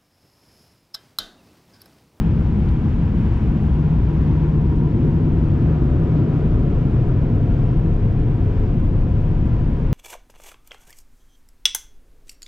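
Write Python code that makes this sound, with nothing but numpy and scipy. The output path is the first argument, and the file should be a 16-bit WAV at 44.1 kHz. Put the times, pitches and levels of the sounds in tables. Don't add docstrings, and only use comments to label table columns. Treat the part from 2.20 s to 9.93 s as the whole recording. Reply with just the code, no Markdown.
import sys
import numpy as np
from scipy import signal
from scipy.fft import rfft, irfft, next_fast_len
from scipy.io import wavfile
from scipy.ndimage import uniform_filter1d, minimum_filter1d

SR = 44100
rng = np.random.default_rng(int(sys.argv[2]) if len(sys.argv) > 2 else 0)


def digitize_waveform(pressure):
    field = np.atleast_2d(pressure).T
    bounded = np.clip(field, -1, 1)
    quanta = np.round(bounded * 32767).astype(np.int16)
    wavfile.write(sys.argv[1], SR, quanta)


N = 340893
T = np.arange(N) / SR
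SIZE = next_fast_len(N, real=True)
HZ = np.fft.rfftfreq(SIZE, 1 / SR)

# centre_hz, width_hz, level_db (jet at the antinode), passing_s, reach_s, away_db (loss when the jet is far)
CABIN_MODES = [(31.82, 31, -21, 7.0, 3.2, 6.5), (62.82, 36, -19, 1.8, 2.9, 7),
               (101.9, 32, -21.5, 4.5, 3.6, 7.5), (129, 38, -20, 5.0, 1.0, 6.5),
               (206.1, 32, -26.5, 0.4, 2.1, 7), (333.3, 50, -30.5, 3.2, 1.5, 7),
               (380.6, 45, -36.5, 4.2, 1.5, 14.5), (515, 70, -45, 7.1, 1.1, 15.5)]
# centre_s, change_db
RUMBLE_SURGES = [(2.55, 0.5), (4.05, -8.5), (4.4, 6)]
SURGE_REACH_S = 0.15
DEEP_BELOW_HZ = 90


def cabin():
    surge_db = np.zeros(N)
    for centre_s, change_db in RUMBLE_SURGES:
        surge_db += change_db * nearness(centre_s, SURGE_REACH_S, SURGE_REACH_S)
    out = np.zeros((2, N))
    for hz, width_hz, level_db, passing_s, reach_s, away_db in CABIN_MODES:
        away = 1 - nearness(passing_s, reach_s, reach_s)
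        mode_db = level_db - away_db * away
        if hz < DEEP_BELOW_HZ:
            mode_db = mode_db + surge_db
        out += resonance(hz, width_hz) * gain_of(mode_db)
    return out


# centre_hz, width_hz, level_db (at its loudest)
PANEL_MODES = [(144.8, 35, -25), (161.6, 19, -24), (236.8, 46, -28), (288.5, 62, -31), (424.5, 75, -37),
               (514.5, 90, -43), (653.4, 52, -51), (705, 58, -49.3), (751, 36, -55)]
SWEEP_START_S, SWEEP_S_PER_OCTAVE = 2.67, 1.24
PANEL_REACH_S, PANEL_AWAY_DB = 2.67, 6


def panels():
    lowest_hz = PANEL_MODES[0][0]
    out = np.zeros((2, N))
    for hz, width_hz, level_db in PANEL_MODES:
        passing_s = SWEEP_START_S + SWEEP_S_PER_OCTAVE * np.log2(hz / lowest_hz)
        away = 1 - nearness(passing_s, PANEL_REACH_S, PANEL_REACH_S)
        out += resonance(hz, width_hz) * gain_of(level_db - PANEL_AWAY_DB * away)
    return out


# pitch_hz (mean), wander_hz (rms), level_db (rms, before the flutter), start_s, end_s
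DRONE_NOTES = [(62.3, 4, -24.5, 0.2, 3.75), (151.5, 3.2, -21.5, 1.5, 3.7)]
DRONE_FADE_S, DRONE_FLUTTER_DB = 0.13, 1.0


def drone():
    out = np.zeros((2, N))
    for pitch_hz, wander_hz, level_db, start_s, end_s in DRONE_NOTES:
        pitch = pitch_hz + wander_hz * waver(slowest_hz=1.5, fastest_hz=14)
        under_jet = beyond(start_s, DRONE_FADE_S) * (1 - beyond(end_s, DRONE_FADE_S))
        out += tone(pitch, DRONE_FLUTTER_DB) * gain_of(level_db) * under_jet
    return out


# centre_hz, width_hz, level_db (at its loudest)
WINDOW_MODES = [(571, 170, -44), (703, 110, -51.5), (966, 120, -54), (1268, 350, -50)]
SIDE_JET_S, SIDE_RISE_S, SIDE_FALL_S, SIDE_AWAY_DB = 3.71, 0.75, 1.8, 15


def window():
    away = 1 - nearness(SIDE_JET_S, SIDE_RISE_S, SIDE_FALL_S)
    out = np.zeros((2, N))
    for hz, width_hz, level_db in WINDOW_MODES:
        out += resonance(hz, width_hz) * gain_of(level_db - SIDE_AWAY_DB * away)
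    return out


# frequency_hz, density_db (dB per Hz)
ROAR_COLOUR = [(20.0, -17.5), (200.0, -1), (600, -1), (850, -1), (1020, -2.5), (1180, -4.5), (1600.0, -6),
               (2000.0, -10.5), (2400.0, -10.5), (3200.0, -15.5), (4100.0, -24), (5000.0, -26),
               (7700.0, -36.5), (8500.0, -41.5), (10300.0, -44.5), (13500.0, -62.5)]
ROAR_DB, ROAR_DROP_DB, ROAR_DROP_S, ROAR_LIFT_DB, ROAR_WAVER_DB = -42.5, 2, 0.25, 1, 0.45
BLOWER_S = 2.2


def hall():
    colour_db, = read(ROAR_COLOUR, HZ)
    drop_db = ROAR_DROP_DB * beyond(BLOWER_S, ROAR_DROP_S)
    lift_db = ROAR_LIFT_DB * nearness(SIDE_JET_S, SIDE_RISE_S, SIDE_FALL_S)
    waver_db = ROAR_WAVER_DB * waver(slowest_hz=0.796, fastest_hz=6)
    return air(gain_of(colour_db)) * gain_of(ROAR_DB - drop_db + lift_db + waver_db)


HOUSING_HZ, HOUSING_WIDTH_HZ, HOUSING_DB = 975, 170, -47.5
HOUSING_REACH_S, HOUSING_AWAY_DB = 0.8, 3.5


def housing():
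    away = 1 - nearness(BLOWER_S, HOUSING_REACH_S, HOUSING_REACH_S)
    return resonance(HOUSING_HZ, HOUSING_WIDTH_HZ) * gain_of(HOUSING_DB - HOUSING_AWAY_DB * away)


# blade_hz, blur_hz, level_db (when closest), closest_s, reach_s
FAN_TONES = [(816, 36, -54.5, 0.76, 2), (700, 50, -52, 9.8, 2.0), (1390, 13, -62.5, 5.0, 2.9)]
FAN_AWAY_DB = 10


def fans():
    out = np.zeros((2, N))
    for blade_hz, blur_hz, level_db, closest_s, reach_s in FAN_TONES:
        away = 1 - nearness(closest_s, reach_s, reach_s)
        out += resonance(blade_hz, blur_hz) * gain_of(level_db - FAN_AWAY_DB * away)
    return out


WHINE_HZ, WHINE_WANDER_HZ, WHINE_DB = 941, 6.9, -54
WHINE_START_S, WHINE_RISE_S, WHINE_END_S, WHINE_FALL_S = 1.0, 1.1, 3.45, 0.1
WHINE_SAG_HZ, WHINE_SAG_S, WHINE_SAG_SPAN_S = 40, 3.1, 0.22


def whine():
    sag_hz = WHINE_SAG_HZ * beyond(WHINE_SAG_S, WHINE_SAG_SPAN_S)
    wander_hz = WHINE_WANDER_HZ * waver(slowest_hz=3.6, fastest_hz=30.5)
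    pitch = WHINE_HZ - sag_hz + wander_hz
    heard = beyond(WHINE_START_S, WHINE_RISE_S) * (1 - beyond(WHINE_END_S, WHINE_FALL_S))
    return tone(pitch, flutter_db=3.5) * gain_of(WHINE_DB) * heard


# start_s, peak_db, decay_s, treble_lift_db (dB per octave)
GLASS_DROPS = [(0.4878, -39.5, 0.0032, -4), (1.4322, -54, 0.005, 6)]
# frequency_hz, density_db (dB per Hz)
TICK_COLOUR = [(1200, -9), (2800, 0), (4300, 1), (6200, -12), (9500, -17), (12600, -19), (14000, -36)]
TICK_PIVOT_HZ = 4000


def drops():
    tick_db, = read(TICK_COLOUR, HZ)
    octaves = np.log2(np.maximum(HZ, TICK_COLOUR[0][0]) / TICK_PIVOT_HZ)
    ticks = np.zeros(N)
    for start_s, peak_db, decay_s, lift_db in GLASS_DROPS:
        spectrum = rfft(rng.standard_normal(SIZE)) * gain_of(tick_db + lift_db * octaves)
        fizz = irfft(spectrum, SIZE)[:N]
        decay = np.exp(-np.clip((T - start_s) / decay_s, 0, 20))
        tick = fizz * (T >= start_s) * decay
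        ticks += gain_of(peak_db) * tick / abs(tick).max()
    return ticks


# frequency_hz, density_db (dB per Hz)
SPRAY_COLOUR = [(1500, -22), (3000, 1), (4600, 0), (6000, -15), (10000, -30), (14000, -46)]
SPURT_S, SPURT_RISE_S, SPURT_FALL_S, SPURT_DB = 3.972, 0.015, 0.05, -62


def spray():
    colour_db, = read(SPRAY_COLOUR, HZ)
    spurt = gain_of(SPURT_DB) * nearness(SPURT_S, SPURT_RISE_S, SPURT_FALL_S)
    return air(gain_of(colour_db)) * spurt


def droplets(per_s, level_db, centre_hz, ring_s):
    extra_db = 3.5 * np.minimum(rng.exponential(1, N), 3)
    sizes = gain_of(extra_db) * (rng.random(N) < per_s / SR)
    t = np.arange(SR // 20) / SR
    edges_hz = [centre_hz * 0.59, min(centre_hz * 1.2, SR / 2 - 1)]
    band = signal.butter(2, edges_hz, "bandpass", fs=SR, output="sos")
    prick = signal.sosfilt(band, rng.standard_normal(len(t)) * np.exp(-t / ring_s))
    return gain_of(level_db) * signal.oaconvolve(sizes, prick / abs(prick).max())[:N]


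# frequency_hz, likeness (0-1), right_lead_rad, left_minus_right_db
PORT_FIELD = [(45, 0.999, 0.08, 1.9), (110, 0.999, 0.04, 1.7), (180, 0.996, 0.28, 1.0),
              (300, 0.981, 0.4, 1.4), (450, 0.933, 0.51, 1.9), (620, 0.826, 0.73, 2.1),
              (850, 0.878, 0.75, 2.2), (1050, 0.853, 0.59, 2.3), (1900, 0.765, 0.71, 2.8),
              (3100, 0.639, 0.96, 2.8), (4800, 0.458, 0.12, 2.3), (10000, 0.741, 0.0, 1.1)]


def air(shape):
    same, lead, tilt_db = read(PORT_FIELD, HZ[:len(shape)])
    same = np.clip(same, 0, 1)
    a, b, c, d = rng.standard_normal((4, len(shape)))
    left = a + 1j * b
    independent = c + 1j * d
    right = (same * left + np.sqrt(1 - same ** 2) * independent) * np.exp(1j * lead)
    lean = gain_of(tilt_db / 2)
    pair = irfft(np.array([left * lean, right / lean]) * shape, SIZE)[:, :N]
    return pair / np.std(pair.mean(0))


def tone(hz, flutter_db):
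    _, lead, tilt_db = read(PORT_FIELD, hz.mean())
    phase = 2 * np.pi * np.cumsum(hz) / SR
    lean = gain_of(tilt_db / 2)
    pair = np.array([lean * np.sin(phase), np.sin(phase + lead) / lean])
    return np.sqrt(2) * pair * gain_of(flutter_db * waver(slowest_hz=2, fastest_hz=20))


def resonance(hz, width_hz):
    f = HZ[HZ < hz + 20 * width_hz] + 1e-6
    detuning = (f ** 2 - hz ** 2) / (f * width_hz)
    return air(1 / (1 + detuning ** 2))


def nearness(passing_s, rise_s, fall_s):
    span_s = np.where(T < passing_s, rise_s, fall_s)
    return np.exp(-((T - passing_s) / span_s) ** 2)


def beyond(passing_s, span_s):
    return .5 + .5 * np.tanh((T - passing_s) / span_s)


def waver(slowest_hz, fastest_hz):
    rates = np.geomspace(slowest_hz, fastest_hz, 20)
    wander = sum(np.sin(2 * np.pi * (hz * T + rng.random())) / np.sqrt(hz) for hz in rates)
    return wander / np.std(wander)


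def gain_of(db):
    return 10 ** (np.asarray(db) / 20)


def read(points, hz):
    f, *columns = np.transpose(points)
    return [np.interp(np.log(hz + 1), np.log(f + 1), column) for column in columns]


def scene():
    body = cabin() + panels() + drone() + window()
    blowers = hall() + housing() + fans() + whine()
    fine_water = droplets(per_s=9, level_db=-73, centre_hz=8800, ring_s=.012)
    return body + blowers + drops() + spray() + fine_water


def limiter(x, drive_db, ceiling_db, recovery_db_per_s):
    driven = x * gain_of(drive_db)
    over_db = np.maximum(20 * np.log10(abs(driven).max(0) + 1e-9) - ceiling_db, 0)
    ahead_db = -minimum_filter1d(-over_db, size=520)
    fall = T * recovery_db_per_s
    held_db = np.maximum.accumulate(ahead_db + fall) - fall
    return driven * gain_of(-uniform_filter1d(held_db, size=520))


EDGE_HZ = 14000


def record(dry):
    bass = signal.sosfiltfilt(signal.butter(2, 300, fs=SR, output="sos"), dry)
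    held_bass = limiter(bass, drive_db=1.0, ceiling_db=-8.5, recovery_db_per_s=72.0)
    full = held_bass + dry - bass
    band_limit = signal.firwin(511, EDGE_HZ, window=("kaiser", 9), fs=SR)
    return signal.oaconvolve(full, band_limit[None], "same")


dry = scene()
out = record(dry)
digitize_waveform(out)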